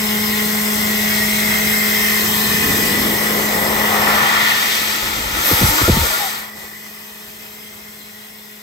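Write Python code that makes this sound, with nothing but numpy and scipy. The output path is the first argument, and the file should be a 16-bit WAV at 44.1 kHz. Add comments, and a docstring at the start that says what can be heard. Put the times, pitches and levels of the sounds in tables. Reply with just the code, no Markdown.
"""Screw compressor and venting air

Outdoors, rotor harmonics, fan noise and hiss come through a cabinet as the microphone walks up.
A gloved hand works at a side vent: escaping air (moving noise spectra) rushes up in pitch, blasts and stops.
Edge tones whistle at the glove; irregular pressure swings and rumble buffet the microphone.
The gain control turns down under the blast and holds, so the machine then sounds much quieter."""
import sys
import numpy as np
from scipy import signal
from scipy.fft import rfft, irfft, next_fast_len
from scipy.io import wavfile
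from scipy.ndimage import uniform_filter1d, minimum_filter1d, map_coordinates

SR = 44100
rng = np.random.default_rng(int(sys.argv[2]) if len(sys.argv) > 2 else 0)


def dump(signal):
    """Clip the signal to [-1, 1] and save it as 16-bit WAV at the path in sys.argv[1]."""
    limited = np.clip(np.atleast_2d(signal).T, -1, 1)
    pcm = np.round(limited * 32767).astype(np.int16)
    wavfile.write(sys.argv[1], SR, pcm)


N = 380141
TIME = np.arange(N) / SR
FRAME, HOP = 1024, 256  # samples
BIN_HZ = np.fft.rfftfreq(FRAME, 1 / SR)[:, None]
FRAME_S = np.arange(N // HOP + 2) * HOP / SR
TOP_HZ = 15800

# walk to the vent and back: t/s, walked/m, nearness/0-1
WALK = [(0, 0.02, 0.05), (1.5, 0.65, 0.66), (2.3, 1, 0.9), (3.2, 1.03, 0.82), (6.4, 1.05, 1),
        (7.4, 1.55, 0.8), (8.62, 1.88, 0)]
# closing in and backing off: sets out t/s, arrives t/s, leaves t/s, back t/s
APPROACH = (0, 3.2, 6.45, 9.2)
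# rounding the corner to the grille side and back: turning t/s, facing t/s, turning t/s, past t/s
FACING = (1.9, 2.25, 7.1, 7.5)
# stereo image by frequency: f/Hz, likeness/0-1, left lead/rad, left minus right/dB
STEREO = [(60, .96, 0, .1), (250, .97, .35, .5), (600, .9, 1.2, 5.2), (850, .78, 1.3, 5.7),
          (1200, .65, 1.3, 4), (1500, .67, 3.1, 1), (2000, .68, 6.4, .5), (2800, .77, 9.2, 0),
          (4000, .4, 13, 7), (5600, .38, 12.3, 7), (6800, .6, 12.9, 3.3), (8600, .8, 11, 1.5),
          (9400, 1, 9.5, 0), (10700, 1, 9.35, 0), (11200, .88, 8.35, 0), (15600, .9, 4.1, 0)]

ROTOR_HZ, ROTOR_SAG_HZ_PER_S = 211.7, 0.12
# rotor harmonics 1-5, standing along the walk, ahead of the stereo image:
# level/dB, antinode/m, antinode spacing/m, reflection/0-1, change/(dB/m), left minus right/dB
HARMONICS = [(-23, 0.55, 1.6, 0.11, -3.5, 1.5), (-35, 0.19, 0.66, 0.19, 0.3, -8),
             (-38.5, 0.61, 0.86, 0.42, 0, -1.5), (-43, .05, 1.46, 0.8, -3, -4),
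             (-41, 0.15, .85, 0.93, -3, 0)]

# singing panel, along the walk: t/s, level/dB
PANEL_LEVELS = [(0, -39), (.3, -31), (.75, -35.5), (1, -28.5), (1.25, -28.5), (1.55, -43), (7.9, -45),
                (8.4, -34), (8.62, -36)]
PANEL_HZ, PANEL_KNOTS_PER_S = 1910, 45

# cooling fan spectrum: f/Hz, density/dB per Hz
FAN = [(20, -78), (40, -3), (62, 11), (86, 0.5), (115, -3), (170, 3.5), (300, -6), (370, 0.5), (470, -0.5),
       (560, -6), (750, -1), (1150, -3), (1450, 3), (1650, 1.5), (2100, -5.5), (4000, -60)]
# fan colour on the grille side: f/Hz, width/Hz, level/dB
INTAKE = [(1110, 160, 4.5), (1390, 93, -2.5), (326, 27, 5)]
FAN_FAR_DB, FAN_NEAR_GAIN_DB = -28, 3.5
# ringing cabinet spectrum, drawn around RING_HZ: f/Hz, density/dB per Hz
RING = [(1300, -70), (1660, -18), (1800, -2), (1900, 4), (1980, 6.5), (2070, 4), (2200, -4), (2350, -14),
        (2650, -11), (3600, -68)]
RING_HZ = 1980
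# ring along the walk, loudest at a door seam passed twice: t/s, centre f/Hz, level/dB
RING_TRACK = [(0, 2040, -29.5), (.25, 2050, -28), (.7, 2020, -29), (1.15, 2100, -26), (1.52, 2034, -22),
              (1.8, 2005, -22), (2.12, 1980, -19.5), (2.3, 1910, -27.5), (2.55, 1880, -22),
              (3.2, 2000, -25), (4.2, 1939, -24.5), (5.2, 1950, -37), (6.4, 1930, -21), (6.78, 1980, -22),
              (7.15, 1890, -28), (7.6, 2060, -29), (8.15, 2030, -29), (8.62, 2040, -32)]
# machine hiss spectrum: f/Hz, density/dB per Hz
HISS = [(1500, -45), (2400, 0), (2900, 0), (3700, -2.5), (4650, -6), (5250, -3), (6000, -4.5), (7100, -7.5),
        (8400, -1.3), (9800, -5.5), (11200, -3.5), (12700, -1.5), (14300, -2.3), (15600, -2.8)]
# narrow peaks and dips in the hiss: f/Hz, width/Hz, level/dB
HISS_PEAKS = [(3680, 38, -4), (4160, 90, 1.5), (5210, 150, 3.5), (5570, 33, -10)]
HISS_FAR_DB, HISS_NEAR_GAIN_DB = -21.5, 4

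# reaching hand: mirrors the hiss with a shrinking delay, and shades it
REACH_S, REACH_HALF_WIDTH_S = 3.45, 0.3
HAND_DELAY_MS, HAND_CLOSING_MS_PER_S = 0.285, 0.205  # delay at REACH_S
HAND_ECHO, HAND_SHADE_DB = 0.47, -3
# hand shading the hiss: start t/s, covered t/s, leaving t/s, gone t/s
SHADE = (2.75, 3.502, 6.5, 6.65)

# draught spectrum: f/Hz, density/dB per Hz
RUMBLE = [(20, -10), (56, 0), (85, -9), (150, -15), (400, -33), (1200, -60)]
# draughts on the microphone: start t/s, end t/s, level/dB
DRAUGHTS = [(5.04, 5.394, -19.5), (5.633, 5.71, -5), (5.9, 6.01, -4.5), (6.06, 6.086, -22),
            (6.55, 6.638, -29)]
DRAUGHT_FADE_S = 0.062
# gusts on the microphone: t/s, level/dB, length/s, first f/Hz, last f/Hz
GUSTS = [(5.512, -3.5, 0.036, 423, 45), (5.612, 2.5, 0.046, 211, 130), (5.655, -4, 0.038, 65, 42),
         (5.684, -7, 0.036, 200, 40), (5.815, 2.5, 0.028, 380, 32), (5.878, 8.5, .026, 421, 250),
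         (5.9, 6.5, .036, 114, 38), (5.942, -5.5, .02, 210, 140), (5.964, 2.5, .017, 291, 147),
         (5.982, -3, .055, 131, 70)]
GUST_TAPER = 0.14  # tapered fraction of the length
GUST_UNEVEN, GUST_LURCH = 0.45, 0.25  # spread of swing size, of pace
GUST_RAGGED, GUST_FINER = 0.6, 2.2  # small eddies: weight, speed ratio

# edge tones: t/s, length/s, first f/Hz, last f/Hz, level/dB, pitch waver/0-1
WHISTLES = [(5.43, 0.14, 12700, 12300, -6, 0.1), (5.645, .08, 11100, 11400, -4, 0.04),
            (5.694, 0.14, 294.5, 325, -12.5, 0.05), (5.671, 0.113, 832, 984, -9.5, 0.04),
            (5.765, 0.075, 1480, 1400, -1.5, 0.2), (5.835, 0.052, 1305, 1416, -0.5, 0.03),
            (5.91, 0.14, 887, 934, -8.5, 0), (6.02, 0.049, 487, 440, -12, 0.05),
            (6.096, 0.069, 608, 660, -16, 0), (6.125, 0.048, 1354, 1430, -2, 0),
            (6.185, 0.11, 864, 732, -7, 0.03)]

# jet noise hump: multiple of eddy pitch, density/dB
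EDDIES = [(.03, -9.5), (.25, -6.5), (.6, 0), (1, 3.5), (1.6, 1.5), (3, -6), (6, -16), (20, -55)]
# air jet hiss spectrum: f/Hz, density/dB per Hz
JET = [(600, -36), (2000, -5), (3500, 0), (4800, -1), (6200, -2), (7200, -5), (8500, 0), (9900, -6),
       (11300, -1.5), (12700, -1.5), (14300, -3.3), (15600, -3.8)]
# vent resonances and dips: f/Hz, width/Hz, level/dB
VENT = [(1830, 140, 4.5), (1637, 46, -16), (1430, 170, 3), (840, 48, 3), (2660, 620, 1)]
# resonances of the hollow under the glove: f/Hz, width/Hz, level/dB
HOLLOW = [(327, 33, 9.8), (510, 145, 8.2), (917, 41, 8.5), (1400, 90, 6.4)]
# hollow pitch as the glove shifts: t/s, f ratio
HOLLOW_TUNING = [(5.35, .95), (5.52, 0.96), (5.65, 0.95), (5.75, 0.99), (5.88, 1.01), (5.97, 0.89),
                 (6.2, 1.17)]
# resonances of the gap between glove and vent: f/Hz, width/Hz, level/dB
GAP = [(1920, 170, 5), (3550, 520, 4.5), (1050, 420, 2)]
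GAP_PEAK_S, GAP_HALF_WIDTH_S = 4.45, 0.18
# glove cupping the vent: start t/s, closed t/s, opening t/s, open t/s
CUP = (4.55, 5.15, 5.999, 6.3)
CUPPING, VENT_DAMPING = 0.89, 0.35  # 0-1, of the closed glove
# swelling leak: t/s, rush level/dB
LEAK = [(2.1, -46), (2.7, -23.5), (3.3, -25), (3.85, -19.5), (4.15, -12.5), (4.52, -4), (4.75, -6.5),
        (5.2, -11), (5.6, -10.5)]
LEAK_START_S, LEAK_START_HZ, CLIMB_OCT_PER_S = 2.242, 97.4, 1.769
LEAK_TOP_S, SAG_OCT_PER_S = 4.69, 0.074
HISSING_HZ, HISS_DB_PER_OCT = 2280, 12  # leak hiss equals rush at HISSING_HZ
# faint early spurt dying away until 5.3 s, blast, last puff:
# start t/s, full t/s, origin of the falling line t/s, shut t/s, full-flow eddy f/Hz, rush/dB, hiss/dB
# the spurt's line originates before its start: past full, its flow drops at once to 0.7, then falls
BLASTS = [(4.69, 4.73, 4.5, 5.3, 3400, -14, -16), (5.248, 5.648, 6.1, 6.55, 1440, -2, -0.5),
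          (6.517, 6.57, 6.63, 6.75, 635, -22, -20.5)]
PITCH_LAW, HISS_LAW = 0.13, 1.3  # powers of the flow


def amp(db):
    """Decibels to gain."""
    return 10 ** (np.asarray(db) / 20)


def unit(x):
    """Scale to rms 1."""
    return x / np.sqrt(np.mean(x ** 2) + 1e-20)


def along(points, hz, axis=1):
    """One table column, read on a log-frequency axis."""
    table = np.transpose(points)
    return np.interp(np.log(hz + 1e-6), np.log(table[0]), table[axis])


def curves(rows, t):
    """Every table column at the times t."""
    s, *columns = np.transpose(rows)
    return [np.interp(t, s, column) for column in columns]


def wobble(knots_per_s, t):
    """Smooth random curve through normal-distributed knots."""
    knots = rng.standard_normal(int(t[-1] * knots_per_s) + 4)
    return map_coordinates(knots, [t * knots_per_s], mode="nearest")


def envelope(start, full, falling, shut):
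    """Rise and fall, 0-1, per frame; held at 1 between full and falling if falling is later."""
    return np.interp(FRAME_S, [start, full, falling, shut], [0, 1, 1, 0])


def passing(s, half_width):
    """Smooth rise and fall, 0-1, around time s, per frame."""
    return np.exp(-((FRAME_S - s) / half_width) ** 2)


def filtered(x, response):
    """Apply a complex frequency response."""
    size = next_fast_len(N + SR // 2)
    spectrum = rfft(x, size) * response(np.fft.rfftfreq(size, 1 / SR))
    return irfft(spectrum, size)[..., :N]


def low_cut(x, corner_hz):
    """Shed the deepest bass."""
    sos = signal.butter(4, corner_hz, "highpass", fs=SR, output="sos")
    return signal.sosfilt(sos, x)


def bumps(modes, tuning=1):
    """Peaks and dips as Gaussian bumps in dB over frequency."""
    return sum(db * np.exp(-.5 * ((BIN_HZ - hz * tuning) / width) ** 2) for hz, width, db in modes)


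def noise(colour_db, level_db, patchy_db):
    """Stereo noise: moving spectrum, level curve, random gain patches, left-right likeness."""
    overlap = FRAME - HOP
    white = rng.standard_normal((2, N + FRAME))
    a, b = signal.stft(white, nperseg=FRAME, noverlap=overlap)[2][..., :len(FRAME_S)]
    # mixing two independent noises sets the left-right correlation
    turn = np.arccos(np.clip(along(STEREO, BIN_HZ), 0, 1)) / 2
    common, opposed = np.cos(turn) * a, np.sin(turn) * b
    pair = np.array([common + opposed, common - opposed])
    patches = uniform_filter1d(rng.standard_normal(a.shape), size=12, axis=0)
    patches = unit(uniform_filter1d(patches, size=14, axis=1))
    gain = amp(colour_db) * (BIN_HZ < TOP_HZ)
    gain = gain / np.sqrt(np.mean(gain ** 2, axis=0))
    gain = gain * amp(level_db + patchy_db * patches)
    return signal.istft(pair * gain, nperseg=FRAME, noverlap=overlap)[1][:, :N]


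def echo_db(delay_ms, strength):
    """Comb that one reflection cuts into a spectrum, in dB."""
    r = np.clip(strength, 0, .9)
    return 10 * np.log10(1 + r * r + 2 * r * np.cos(2 * np.pi * BIN_HZ * delay_ms / 1000))


def yard(x, strength, count):
    """Echoes off equipment metres away draw fine steady strands through the noise."""
    lags = (SR * (.012 + .025 * rng.random(count))).astype(int)
    echoes = sum(np.roll(x, lag, axis=1) for lag in lags)
    return (x + strength * echoes) / np.sqrt(1 + count * strength ** 2)


def walls(strength, reach_ms, shift_ms, count):
    """Panels and ground reflect, less in the treble; the combs slide with the approach."""
    mirrored = strength / (1 + (BIN_HZ / 8000) ** 4)
    combs_db = 0
    for place, way in rng.random((count, 2)):
        delay_ms = reach_ms * (1 + 3 * place) + shift_ms * (.5 + way) * envelope(*APPROACH)
        combs_db = combs_db + echo_db(delay_ms, mirrored)
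    return combs_db


def hand():
    """Hand's effect on the hiss, in dB: a rising comb, strongest in short waves, and a shadow."""
    delay_ms = HAND_DELAY_MS - HAND_CLOSING_MS_PER_S * (FRAME_S - REACH_S)
    short_waves = np.minimum(1, BIN_HZ / 11000) ** 2
    mirrored = HAND_ECHO * passing(REACH_S, REACH_HALF_WIDTH_S) * short_waves
    return echo_db(delay_ms, mirrored) + HAND_SHADE_DB * envelope(*SHADE)


def cabinet():
    """Fan noise and hiss grow with nearness, the throbbing ring shifts; walls and hand colour them."""
    _, near = curves(WALK, FRAME_S)
    combs_db = walls(strength=.18, reach_ms=1.2, shift_ms=.7, count=6)

    fan_colour_db = along(FAN, BIN_HZ) + envelope(*FACING) * bumps(INTAKE)
    fan = noise(fan_colour_db, FAN_FAR_DB + FAN_NEAR_GAIN_DB * near, patchy_db=1.24)
    fan = low_cut(fan, corner_hz=45.7)

    centre_hz, ring_db = curves(RING_TRACK, FRAME_S)
    ring = noise(along(RING, BIN_HZ * RING_HZ / centre_hz) + combs_db, ring_db, patchy_db=0.5)
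    throb = 1 + 0.018 * np.sin(2 * np.pi * 10 * TIME + wobble(2.77, TIME))
    buzz = 1 + 0.13 * np.sin(2 * np.pi * 109 * TIME + wobble(2.37, TIME))
    ring = ring * throb * buzz

    hiss_db = HISS_FAR_DB + HISS_NEAR_GAIN_DB * near + hand() + 0.061 * wobble(10, FRAME_S)
    hiss = noise(along(HISS, BIN_HZ) + bumps(HISS_PEAKS) + combs_db, hiss_db, patchy_db=1.35)
    return yard(fan, strength=0.096, count=5) + yard(ring, strength=0.14, count=5) + hiss


def panel():
    """One lightly damped panel mode sings a narrow, randomly swinging strand below the ring."""
    level_db, = curves(PANEL_LEVELS, TIME)
    swing = wobble(PANEL_KNOTS_PER_S, TIME) + 1j * wobble(PANEL_KNOTS_PER_S, TIME)
    strand = np.real(swing * np.exp(2j * np.pi * PANEL_HZ * TIME))
    return amp(level_db) * unit(strand)


def screws():
    """Rotor pulsation: harmonics of a nearly constant speed, each with its standing wave."""
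    speed_hz = ROTOR_HZ - ROTOR_SAG_HZ_PER_S * TIME + 0.15 * wobble(4.05, TIME)
    phase = 2 * np.pi * np.cumsum(speed_hz) / SR
    walked_m, _ = curves(WALK, TIME)
    out = np.zeros((2, N))
    for k, (db, antinode_m, spacing_m, reflection, db_per_m, left_db) in enumerate(HARMONICS, 1):
        turns = (walked_m - antinode_m) / spacing_m
        standing = np.abs(1 + reflection * np.exp(2j * np.pi * turns))
        level = amp(db + db_per_m * walked_m + 0.2 * wobble(14, TIME))
        sides = amp([[left_db / 2], [-left_db / 2]])
        tone = np.sqrt(2) * np.sin(k * phase + 2 * np.pi * rng.random())
        out += sides * standing * level * tone
    return out


def gust(length_s, first_hz, last_hz):
    """Irregular pressure swings gliding between two rates, with smaller eddies riding on them."""
    size = int(length_s * SR)
    large, small = rng.standard_normal((2, 400))
    swings = (-1) ** np.arange(len(large)) + GUST_UNEVEN * large
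    pace = np.exp(GUST_LURCH * wobble(first_hz, TIME[:size]))
    half_cycles = 2 * np.cumsum(np.geomspace(first_hz, last_hz, size) * pace) / SR
    pressure = map_coordinates(swings, [half_cycles])
    pressure = pressure + GUST_RAGGED * map_coordinates(small, [GUST_FINER * half_cycles])
    return unit(pressure * signal.windows.tukey(size, GUST_TAPER))


def buffets():
    """Stray air hits the microphone: gusts that slow as they pass, over a rumble."""
    out = np.zeros(N)
    for s, db, length_s, first_hz, last_hz in GUSTS:
        swings = gust(length_s, first_hz, last_hz)
        out[round(s * SR):][:len(swings)] += amp(db) * swings
    draught = 0
    for start, end, db in DRAUGHTS:
        draught = draught + amp(db) * envelope(start - DRAUGHT_FADE_S, start, end, end + DRAUGHT_FADE_S)
    return out + noise(along(RUMBLE, BIN_HZ), 20 * np.log10(draught + 1e-6), patchy_db=1.5)


def whistles():
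    """Brief gliding edge tones, most of them wavering, where the jet grazes the glove."""
    out = np.zeros(N)
    for s, length_s, first_hz, last_hz, db, waver in WHISTLES:
        t = np.arange(int(length_s * SR)) / SR
        hz = np.geomspace(first_hz, last_hz, len(t)) * (1 + waver * wobble(first_hz / 4, t))
        tone = np.sqrt(2) * np.sin(2 * np.pi * np.cumsum(hz) / SR)
        out[round(s * SR):][:len(t)] += amp(db) * signal.windows.tukey(len(t), .5) * tone
    return out


def leak():
    """Slow leak: eddy pitch climbs steadily, then sags; hiss grows with pitch. Pitch/Hz, two gains."""
    rush_db, = curves(LEAK, FRAME_S)
    climbed_s = np.clip(FRAME_S, LEAK_START_S, LEAK_TOP_S) - LEAK_START_S
    sagged_s = np.maximum(0, FRAME_S - LEAK_TOP_S)
    hz = LEAK_START_HZ * 2 ** (CLIMB_OCT_PER_S * climbed_s - SAG_OCT_PER_S * sagged_s)
    rush = amp(rush_db) * (FRAME_S > LEAK_START_S) * (FRAME_S < LEAK[-1][0])
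    return hz, rush, rush * amp(HISS_DB_PER_OCT * np.log2(hz / HISSING_HZ))


def blast(start, full, falling, shut, hz, rush_db, hiss_db):
    """One blast's eddy pitch/Hz, rush gain and hiss gain, all following its flow."""
    flow = envelope(start, full, falling, shut) + 1e-6
    return hz * flow ** PITCH_LAW, amp(rush_db) * flow, amp(hiss_db) * flow ** HISS_LAW


def escaping_air():
    """Turbulent jet: its hump climbs as eddies shrink, full flow hisses; the strongest flow leads the pitch."""
    flows = [leak()] + [blast(*row) for row in BLASTS]
    hz, rushes, hisses = np.stack(flows, axis=1)
    eddy_hz = np.average(hz, weights=rushes ** 2, axis=0)
    rush_db, hiss_db = 10 * np.log10(np.sum(np.square([rushes, hisses]), axis=1))
    flutter_db = 0.6 * wobble(16, FRAME_S)

    cupped = envelope(*CUP)
    vent_db = (1 - VENT_DAMPING * cupped) * bumps(VENT)
    hollow_db = CUPPING * cupped * bumps(HOLLOW, *curves(HOLLOW_TUNING, FRAME_S))
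    gap_db = passing(GAP_PEAK_S, GAP_HALF_WIDTH_S) * bumps(GAP)
    rush_colour_db = along(EDDIES, BIN_HZ / eddy_hz) + vent_db + hollow_db + gap_db

    rush = noise(rush_colour_db, rush_db + flutter_db, patchy_db=-0.22)
    hiss = noise(along(JET, BIN_HZ), hiss_db + flutter_db, patchy_db=1.2)
    return rush + hiss


def stereo_image(hz):
    """Lead and level difference between left and right, by frequency."""
    lead_rad = along(STEREO, hz, axis=2)
    tilt = amp(along(STEREO, hz, axis=3))
    pair = np.array([tilt * np.exp(.5j * lead_rad), np.exp(-.5j * lead_rad)])
    return pair * np.sqrt(2 / (1 + tilt ** 2))


def scene():
    """Machine and escaping air in the stereo image, plus buffeting at the microphone."""
    machine = cabinet() + panel() + screws()
    air = whistles() + escaping_air()
    return filtered(machine + air, stereo_image) + buffets()


def gain_control(x, ceiling_db, attack_s):
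    """Gain falls when the level above the bass passes the ceiling, then holds."""
    power = np.mean(filtered(x, lambda hz: hz > 1000) ** 2, axis=0)
    keep = np.exp(-1 / (attack_s * SR))
    level = np.sqrt(signal.lfilter([1 - keep], [1, -keep], power) + 1e-12)
    return x * np.minimum.accumulate(np.minimum(1, amp(ceiling_db) / level))


def limiter(x, top, size):
    """Smoothly duck the tallest peaks."""
    needed = top / np.maximum(np.abs(x).max(axis=0), top)
    return x * uniform_filter1d(minimum_filter1d(needed, 2 * size), size)


def record(dry):
    """Low cut, gain control, peak limiter and band limit."""
    held = gain_control(low_cut(dry, corner_hz=37.3), ceiling_db=-15.0, attack_s=0.046)
    safe = limiter(held, top=.9, size=200)
    return filtered(safe, lambda hz: hz < TOP_HZ)


dry = scene()
out = record(dry)
dump(out)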